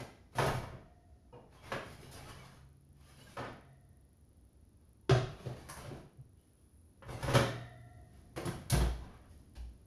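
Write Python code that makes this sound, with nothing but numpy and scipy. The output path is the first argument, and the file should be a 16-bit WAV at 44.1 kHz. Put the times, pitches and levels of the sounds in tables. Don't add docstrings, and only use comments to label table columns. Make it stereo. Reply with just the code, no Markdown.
import sys
import numpy as np
from scipy import signal
from scipy.fft import rfft, irfft, next_fast_len
from scipy.io import wavfile
from scipy.ndimage import uniform_filter1d, map_coordinates

SR = 44100
rng = np.random.default_rng(int(sys.argv[2]) if len(sys.argv) > 2 else 0)


def wav_record(signal):
    frames = np.transpose(np.atleast_2d(signal))
    bounded = np.clip(frames, -1, 1)
    quanta = np.round(bounded * 32767).astype(np.int16)
    wavfile.write(sys.argv[1], SR, quanta)


N = 434826
TIME = np.arange(N) / SR

# (t/s, rumble level/dB, hiss level/dB)
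TONE_LEVEL = [(0, -60, -90), (2.5, -63.5, -85), (4.3, -62.5, -83.5), (6.3, -63, -84.5), (6.5, -63, -78),
              (6.85, -62.5, -76.5), (7, -60.5, -80), (8.3, -57.5, -81), (9.86, -60, -81.5)]
# (f/Hz, relative level/dB, t60/s)
STOVE_MODES = [(366, 3, 0.079), (565, -3, 0.12), (1490, -26, .1), (2900, -12.5, 0.077), (3150, -13, 0.07)]
# (f/Hz, relative level/dB, t60/s)
DOOR_MODES = [(121, 6, 0.12), (161.5, 4.5, 0.14), (347, 1, 0.13), (518, -17, 0.17), (810, -22, 0.62),
              (1556, -10, 0.16), (2270, -15, 0.24), (3260, -5, 0.076)]
CENTRE = np.array([[1], [0]])


def amp(db):
    return 10 ** (np.asarray(db) / 20)


def unit(x):
    return x / np.sqrt(np.mean(x ** 2) + 1e-20)


def along(points, hz):
    f, v = np.transpose(points)
    return np.interp(np.log(hz + 1), np.log(f + 1), v)


def fade(n, rise=.022, fall=0.022):
    k = np.arange(n) / SR
    return np.clip(np.minimum(k / rise, (n / SR - k) / fall), 0, 1)


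def stretch(s, length):
    span = slice(round(s * SR), round((s + length) * SR))
    return span, TIME[span] - s


def wobble(rate):
    coarse = TIME[::16]
    knots = rng.standard_normal(int(N * rate / SR) + 4)
    return np.interp(TIME, coarse, map_coordinates(knots, [coarse * rate]))


def filtered(x, response):
    m = next_fast_len(N + SR // 2)
    return irfft(rfft(x, m) * response(np.fft.rfftfreq(m, 1 / SR)), m)[..., :N]


def banded(envelopes, centres_hz):
    # (f/Hz, relative level/dB per Hz)
    noise_colour = [(30, -27.5), (60, 3.5), (130, 2.5), (300, -6), (600, -4), (1200, -6.5), (1750, -9.5),
                    (2100, -11.5), (2700, -12), (3300, -12), (5000, -15), (8000, -16.5), (11000, -19.5),
                    (13000, -32), (14200, -29.5), (15700, -37)]
    m = next_fast_len(N + SR // 2)
    hz = np.fft.rfftfreq(m, 1 / SR)
    colour = amp(along(noise_colour, hz))
    spectrum = 0
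    for envelope, band in zip(envelopes, np.eye(len(centres_hz))):
        shape = np.sqrt(along(list(zip(centres_hz, band)), hz)) * colour
        noise = envelope * rng.standard_normal((2, N))
        spectrum = spectrum + rfft(noise, m) * unit(shape)
    return irfft(spectrum, m)[:, :N]


def patchy(x, patchy_db):
    z = signal.stft(x, nperseg=1024)[2]
    field = uniform_filter1d(rng.standard_normal(z.shape[1:]), size=3, axis=0)
    field = uniform_filter1d(field, size=5, axis=1)
    gain = amp(patchy_db * unit(field))
    return signal.istft(z * unit(gain), nperseg=1024)[1][:, :N]


def kitchen(x):
    # (f/Hz, t60/s)
    wall_t60 = [(60, 0.76), (250, 0.55), (1000, 0.52), (4000, 0.57), (10000, 0.44)]
    hz, t, z = signal.stft(rng.standard_normal((2, SR)), SR, nperseg=256)
    t60 = along(wall_t60, hz)[:, None]
    tail = signal.istft(z * amp(-60 * t / t60), SR, nperseg=256)[1]
    delayed = np.pad(x, ((0, 0), (100, 0)))
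    return signal.fftconvolve(delayed, tail / np.linalg.norm(tail[0]), axes=1)[:, :N]


def scattered(x, count=4, slice_s=.006):
    turn = TIME / slice_s
    out = 0
    for k in range(count):
        share = np.clip(1 - np.abs((turn - k) % count - 1), 0, 1)
        out = out + kitchen(x * np.sqrt(share))
    return out


def stereo(pair):
    # (f/Hz, left-right correlation [-1..1]); below 0 the sides oppose in phase
    correlation = [(60, .97), (160, .95), (300, .7), (600, .5), (1700, .3), (3000, -.1), (5500, -.25),
                   (6800, -.6), (7900, -.98), (8700, -.75), (9900, .25), (10800, .93), (11300, .999),
                   (13000, .999), (13900, -.99)]
    # (f/Hz, left against right/dB)
    lean = [(40, -1.8), (150, -.8), (300, -2.5), (1000, -1.3), (2500, -2), (5000, -6), (7500, -1),
            (10000, 0)]
    m = next_fast_len(N + SR // 2)
    hz = np.fft.rfftfreq(m, 1 / SR)
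    turn = np.arccos(np.clip(along(correlation, hz), -1, 1)) / 2
    mid, side = rfft(pair, m) * [np.cos(turn), np.sin(turn)]
    balance = amp(along(lean, hz) * np.array([[.5], [-.5]]))
    return irfft(np.array([mid + side, mid - side]) * balance, m)[:, :N]


def room_tone():
    # (f/Hz, relative level/dB per Hz)
    rumble_colour = [(20, -24.5), (45, -5), (65, 5.5), (95, 1.5), (140, -9), (250, -8.5), (450, -18),
                     (1000, -29.5), (2500, -37), (7000, -35.5), (15500, -52.5)]
    # (f/Hz, relative level/dB per Hz)
    hiss_colour = [(5000, -24.5), (8800, -6), (10300, 7.5), (12000, -18.5), (15500, -26.5)]
    s, *levels = np.transpose(TONE_LEVEL)
    out = 0
    for colour, db in zip([rumble_colour, hiss_colour], levels):
        noise = unit(filtered(rng.standard_normal((2, N)), lambda f: amp(along(colour, f))))
        out = out + amp(np.interp(TIME, s, db) + 0.35 * wobble(2.8)) * noise
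    return out


def ticks():
    period_s, first_s = .0400412, 2.6104
    at = np.arange(first_s, N / SR, period_s / 4)
    chance, level = rng.standard_normal((2, len(at)))
    s, _, hiss_db = np.transpose(TONE_LEVEL)
    threshold = np.interp(np.interp(at, s, hiss_db), [-83, -77], [1.5, .1])
    regular = np.arange(len(at)) % 4 == 0
    train = np.zeros(N)
    train[(at * SR).astype(int)] = (regular | (chance > threshold)) * amp(-47 + 5 * regular + 2 * level)
    return filtered(train, lambda f: np.exp(-((f - 10300) / 2200) ** 2))


def sway():
    # (t/s, length/s, mean f/Hz, level/dB at the start, fall/dB per s)
    hums = [(1.9, 1.4, 136.6, -61.5, 2.5), (3.39, 0.95, 135, -58.5, 19.5), (7.052, 0.14, 118.3, -48, -6),
            (7.299, 1.3, 120.7, -40, 31.5)]
    out = np.zeros(N)
    unsteady = amp(2 * wobble(14))
    drift = 1 + 0.018 * wobble(3.5)
    for s, length, hz, db, fall_db in hums:
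        span, t = stretch(s, length)
        phase = 2 * np.pi * np.cumsum(hz * drift[span]) / SR
        out[span] += np.sqrt(2) * amp(db - fall_db * t) * fade(len(t)) * np.sin(phase)
    return out * unsteady


def squeaks():
    # (t/s, mean f/Hz, level/dB before the flutter, length/s)
    songs = [(1.55, 3250, -66, .09), (1.58, 2250, -68, .08), (1.93, 1650, -65, .07), (2.11, 4900, -59, .1),
             (2.12, 5750, -60, .05), (2.15, 550, -62, .07), (2.16, 2250, -61, .1), (2.19, 790, -58, .1),
             (2.23, 1270, -57, .08), (2.24, 4800, -63, .12), (2.295, 2930, -55, .05),
             (2.37, 2900, -63, .05), (2.37, 2230, -61, .09), (2.385, 1180, -58, .07),
             (2.45, 1850, -66, .06), (3.05, 1180, -64, .07), (3.195, 2904, -55, .045),
             (3.22, 7000, -60, .033), (3.262, 1720, -57, .03)]
    out = np.zeros((2, N))
    shake = np.array([wobble(60), wobble(41)])
    for s, hz, db, length in songs:
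        span, t = stretch(s, length)
        phase = 2 * np.pi * np.cumsum(hz * (1 + 0.03 * shake[:, span]), axis=1) / SR
        out[:, span] += amp(db) * np.hanning(len(t)) * np.sin(phase)
    return out * unit(amp(2.7 * wobble(70)))


def slides():
    # (t/s, length/s, start level/dB, swell to the end/dB, rumble against scrape/dB, brightness/dB)
    strokes = [(0.309, 0.074, -72.5, 16.5, 2.5, 2), (1.034, 0.26, -115, -2, 14.5, -6),
               (1.47, 0.29, -66, 11.5, 0, -1), (1.788, 0.42, -62.5, -4, 7.5, 4.5),
               (2.103, 0.49, -54, -9.5, 1, 1), (2.91, 0.465, -74, 10.5, 1, 5.5),
               (4.802, 0.087, -78.5, 3.5, -2, -2), (6.298, 0.4, -86, -6, -8, 7.5),
               (5.268, 0.28, -61.5, 2.5, 5.5, -1), (5.452, 0.29, -66.5, 7, 3, 0.5),
               (5.72, 0.3, -51, -14, 1, -1.5), (7.025, 0.3126, -60, 21.5, 3.5, -1),
               (8.1, 0.12, -77, -2, -12, 7), (8.404, 0.3, -48, -33, 13, -1),
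               (8.954, 0.35, -56.5, -17, 7, -7.5), (9.28, 0.14, -76, -16, 21.5, 13.5)]
    # (f/Hz, width/Hz, lift/dB)
    resonances = [(815, 130, 1.5), (1239, 110, 2.5), (2250, 170, 4), (2960, 200, 2), (4900, 400, 1.5)]
    centres_hz = [120, 900, 4200, 11000]
    edge_db, air_db = -3, -7.5
    air_lift = 1.5
    rise_share, fall_s = 0.22, 0.016
    levels = np.zeros((4, N))
    for s, length, db, swell_db, rumble_db, bright_db in strokes:
        span, t = stretch(s, length)
        registers_db = np.array([rumble_db, 0, edge_db + bright_db, air_db + air_lift * bright_db])
        level_db = db + swell_db * t / length + registers_db[:, None]
        levels[:, span] += amp(level_db) * fade(len(t), rise_share * length, fall_s) ** 2
    grains = unit(amp(2.8 * wobble(30) + 1.5 * wobble(250)))

    def lift(f):
        return amp(sum(db / (1 + (2 * (f - hz) / width) ** 2) for hz, width, db in resonances))

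    return patchy(filtered(banded(levels * grains, centres_hz), lift), patchy_db=3)


def mode_waves(modes, t, waver):
    hz, mode_db, t60 = np.repeat(modes, repeats=2, axis=0).T[:, :, None]
    knots = rng.standard_normal((len(hz), 64))
    drift = np.array([np.interp(t * 40, np.arange(64), row) for row in knots])
    steadiness = 1 + .4 * t60
    phase = 2 * np.pi * np.cumsum(hz * (1 + waver * drift / steadiness), axis=1) / SR
    decay = amp(mode_db - 3.0 - 60 * t / t60) * (1 - np.exp(-t / 0.00472))
    return hz.T, t60.T, decay * np.exp(1j * phase)


def blows(table, body, modes, length, waver, swell_cycles):
    hard_lifts = (0.16, 0.41, 1.388)
    rise_shares = [
        [1.8],
        [1.44],
        [0.29],
        [0.58],
        [1],
    ]
    rattle_db, low_rattle_db = -5, -6
    contact_rise_s = 0.0055
    crack_db, crack_s = 5.5, 0.011
    held_db = 1.2
    bursts = np.zeros((5, N + length))
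    ring, thud = np.zeros((2, 2, N + length))
    t = np.arange(length) / SR
    thud_hz, *treble_db = body
    hz, t60, waves = mode_waves(modes, t, waver)
    cycles = thud_hz * t
    swell = cycles / swell_cycles
    push = swell * np.exp((1 - swell ** 2) / 2) * np.sin(2 * np.pi * cycles)
    slower = np.array([[1.6], [1.1], [1], [.9], [.8]])
    onset = 1 - np.exp(-t / (contact_rise_s * np.array(rise_shares)))
    crack = 1 + amp(crack_db - 60 * t / crack_s)
    short = t60 < .6
    for s, db, thud_db, hard_db, ring_db, favoured_hz, contact_s, bite_db in table:
        at = slice(round(s * SR), round(s * SR) + length)
        decay = amp(-60 * t / (contact_s * slower)) * onset
        decay[2] *= crack
        upper_db = np.array(treble_db) + hard_db * np.array(hard_lifts) + [bite_db, 0, 0]
        registers_db = np.r_[thud_db + low_rattle_db, 0, upper_db]
        bursts[:, at] += amp(db + rattle_db + registers_db[:, None]) * decay

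        near = 1 + 1.6 * short * np.exp(-(np.log(hz / favoured_hz) / 0.15) ** 2)
        held = held_db * max(bite_db, 0) * ~short * hz / 1e3
        size = (2, hz.size)
        strength = near * amp(rng.normal(0, 0.86, size) - held) * np.exp(2j * np.pi * rng.random(size))
        ring[:, at] += amp(db + ring_db) * (strength @ waves).imag
        thud[:, at] += CENTRE * amp(db + thud_db) * push
    return bursts[:, :N], ring[:, :N], thud[:, :N]


def hinge():
    # (t/s, clank/dB, then against it thud/dB, hardness/dB, ring/dB; favoured f/Hz, bite t60/s, extra bite/dB)
    hinge_knocks = [(8.361, -38.5, -13, 2.5, -14, 350, 0.065, -0.5),
                    (8.373, -37.5, -11, -0.5, -9, 350, 0.064, 0.5),
                    (8.453, -35.5, -19, 9.5, -9.5, 350, 0.045, -5),
                    (8.474, -31, -18, -11, -10, 1500, 0.036, 2.5)]
    # (thud f/Hz, bite/dB, edge/dB, air/dB), levels against the clank
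    body = (141, -7, -9, -8)
    return blows(hinge_knocks, body, DOOR_MODES, SR // 2, waver=.05, swell_cycles=3.2)


def door():
    # (t/s, clank/dB, then against it thud/dB, hardness/dB, ring/dB; favoured f/Hz, bite t60/s, extra bite/dB)
    door_blows = [(8.698, -41, 7, 32, -18, 2270, 0.057, 0.5), (8.722, -31, 6, -5.5, -1.5, 119, 0.17, 1.5),
                  (8.737, -37.5, -15, 10, -0.5, 1556, 0.059, 0.5),
                  (8.805, -32.5, -1, -0.5, -4, 3100, 0.088, 3),
                  (9.552, -49.5, 9.5, 13.5, -23, 491, 0.085, -9)]
    # (thud f/Hz, bite/dB, edge/dB, air/dB), levels against the clank
    body = (58.5, -7.5, -4.5, -23.5)
    return blows(door_blows, body, DOOR_MODES, SR // 2, waver=.06, swell_cycles=3.2)


def rim():
    # (t/s, clank/dB, then against it thud/dB, hardness/dB, ring/dB; favoured f/Hz, bite t60/s, extra bite/dB)
    rim_ticks = [(5.687, -43, -10, 5.5, -12, 565, 0.03, -0.5), (5.696, -44, -11, 2, -25, 565, 0.05, -5),
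                 (5.768, -54.5, -13, 10.5, -17, 565, 0.037, 6)]
    # (thud f/Hz, bite/dB, edge/dB, air/dB), levels against the clank
    body = (146, 3.5, -26, 5)
    return blows(rim_ticks, body, STOVE_MODES, SR // 2, waver=.05, swell_cycles=2.4)


def pan():
    # (t/s, clank/dB, then against it thud/dB, hardness/dB, ring/dB; favoured f/Hz, bite t60/s, extra bite/dB)
    pan_blows = [(1.326, -53, -0.5, -17, -4.5, 930, 0.39, -0.5)]
    # (thud f/Hz, bite/dB, edge/dB, air/dB), levels against the clank
    body = (119, -10, -16, -40)
    # (f/Hz, relative level/dB, t60/s)
    modes = [(487, 4, 0.32), (930, 4.5, 0.19), (1245, 4, 0.11), (2450, -7.5, 0.16), (2830, -7, 0.29),
             (5100, -4, 0.06)]
    return blows(pan_blows, body, modes, SR // 2, waver=.02, swell_cycles=2.6)


def stovetop():
    # (t/s, clank/dB, then against it thud/dB, hardness/dB, ring/dB; favoured f/Hz, bite t60/s, extra bite/dB)
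    stove_blows = [(5.094, -18.5, -14.5, 7, -9, 366, 0.042, -1.5),
                   (5.106, -17.5, -0.5, 5, -13.5, 565, 0.042, 2.5),
                   (5.147, -31, 2.5, 9, -35, 323, 0.062, -3), (5.455, -38, 0.5, -13, -9, 340, 0.11, -0.5),
                   (5.495, -51.5, 7.5, -16, -9, 340, 0.033, -9), (5.518, -45, -2, -12, -11, 340, 0.062, -1),
                   (5.842, -42.5, -4, 0, -8, 565, 0.08, 8), (5.87, -46, 6, -12, -10, 565, 0.1, 4),
                   (5.905, -40.5, -2.5, -31, -26, 462, 0.14, 1),
                   (6.181, -67.5, 21.5, -28, -28, 369, 0.11, -12)]
    # (thud f/Hz, bite/dB, edge/dB, air/dB), levels against the clank
    body = (127, -13.5, -8.5, -34)
    return blows(stove_blows, body, STOVE_MODES, SR // 2, waver=.05, swell_cycles=2.4)


def rack():
    # (t/s, clank/dB, then against it thud/dB, hardness/dB, ring/dB; favoured f/Hz, bite t60/s, extra bite/dB)
    rack_blows = [(0.0, -33, -10.5, 5.5, -25, 617, 0.05, -1.5),
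                  (0.351, -40.5, -2, 7.5, -21, 906, 0.48, -4.5),
                  (0.384, -21.5, -5.5, -1, -10, 1025, 0.047, 6), (0.396, -28, -2.5, -21, -7, 1020, 0.14, 4),
                  (0.42, -35, -5, 5, -20, 945, 0.083, -2), (0.457, -35, 2, 10.5, -23, 945, 0.07, 0.5),
                  (0.478, -33.5, -2, -10, -6, 1070, 0.097, 6.5),
                  (0.536, -44.5, 10.5, 11, -27, 450, 0.12, 3), (0.63, -48, -1, 0, -3, 945, 0.079, 7),
                  (0.719, -47, 0, -44.5, -27.5, 676, 0.15, 4),
                  (1.718, -28.5, -14.5, -3, -15.5, 553, 0.11, 3), (2.111, -52, -11, 15, -6, 456, 0.17, -7),
                  (3.368, -34, -15.5, 0.5, -9, 1170, 0.061, 1.5),
                  (3.385, -34, -10, -11, -23, 1070, 0.084, -1), (3.425, -45, -5, -12, -7, 945, 0.065, 8),
                  (3.445, -39, -5, -10, -13, 1478, 0.12, 0.5),
                  (7.022, -45.5, -15.5, -18.5, -10.5, 560, 0.08, 6),
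                  (7.082, -41, -1.5, -43, -8.5, 566, 0.1, -6.5),
                  (7.227, -31, -3.5, 8.5, -8, 546, 0.059, -7), (7.279, -26.5, -3.5, -29, -15, 545, 0.09, 5),
                  (7.336, -21.5, -4, 2, -22, 553, 0.11, -3.5),
                  (7.352, -13, -20, 0.5, -16.5, 508, 0.028, -0.5),
                  (7.379, -32.5, 2.5, -3, -7, 625, 0.096, -2)]
    # (thud f/Hz, bite/dB, edge/dB, air/dB), levels against the clank
    body = (125.5, -6.5, -8, -14)
    # (f/Hz, relative level/dB, t60/s)
    modes = [(550, -0.5, 0.18), (653, -23, 2.0), (710, -23, 2.5), (945, 0.5, 0.11), (1070, -8, 0.15),
             (1265, -7, 0.28), (1360, -27.5, 1.3), (1478, -5.5, 0.22), (1702, -5, 0.22), (1760, -29.5, 1.4),
             (1842, -21.5, 1.6), (1986, -25.5, 1.6), (2255, -12.5, 0.47), (2810, -36.5, 0.49),
             (3220, -14.5, 0.3), (3670, -20, 0.9), (4400, -34, .2)]
    return blows(rack_blows, body, modes, 5 * SR // 4, waver=.034, swell_cycles=2.6)


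def knocks():
    blow_hz = [120, 450, 1250, 3600, 11000]
    stove_hz = [120, 420, 900, 3300, 11000]
    bursts, rings, thuds = map(sum, zip(rack(), pan(), rim(), hinge(), door()))
    stove_bursts, stove_rings, stove_thuds = stovetop()
    chatter = unit(amp(2.6 * wobble(120)))
    noise = banded(bursts * chatter, blow_hz) + banded(stove_bursts * chatter, stove_hz)
    return noise, rings + stove_rings, thuds + stove_thuds


def scene():
    bursts, rings, thuds = knocks()
    rub, song = slides(), squeaks()
    wet = amp(6.0) * scattered(bursts) + amp(-1.5) * scattered(rub)
    wet += amp(-5) * kitchen(rings) + amp(-4.5) * kitchen(song) + amp(-10.5) * kitchen(thuds)
    direct = amp(2.5) * bursts + amp(-2.5) * rub + song + rings + thuds + CENTRE * sway()
    return stereo(direct + wet + room_tone() + ticks())


def record(dry):
    return filtered(dry, lambda hz: hz < 15700)


dry = scene()
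out = record(dry)
wav_record(out)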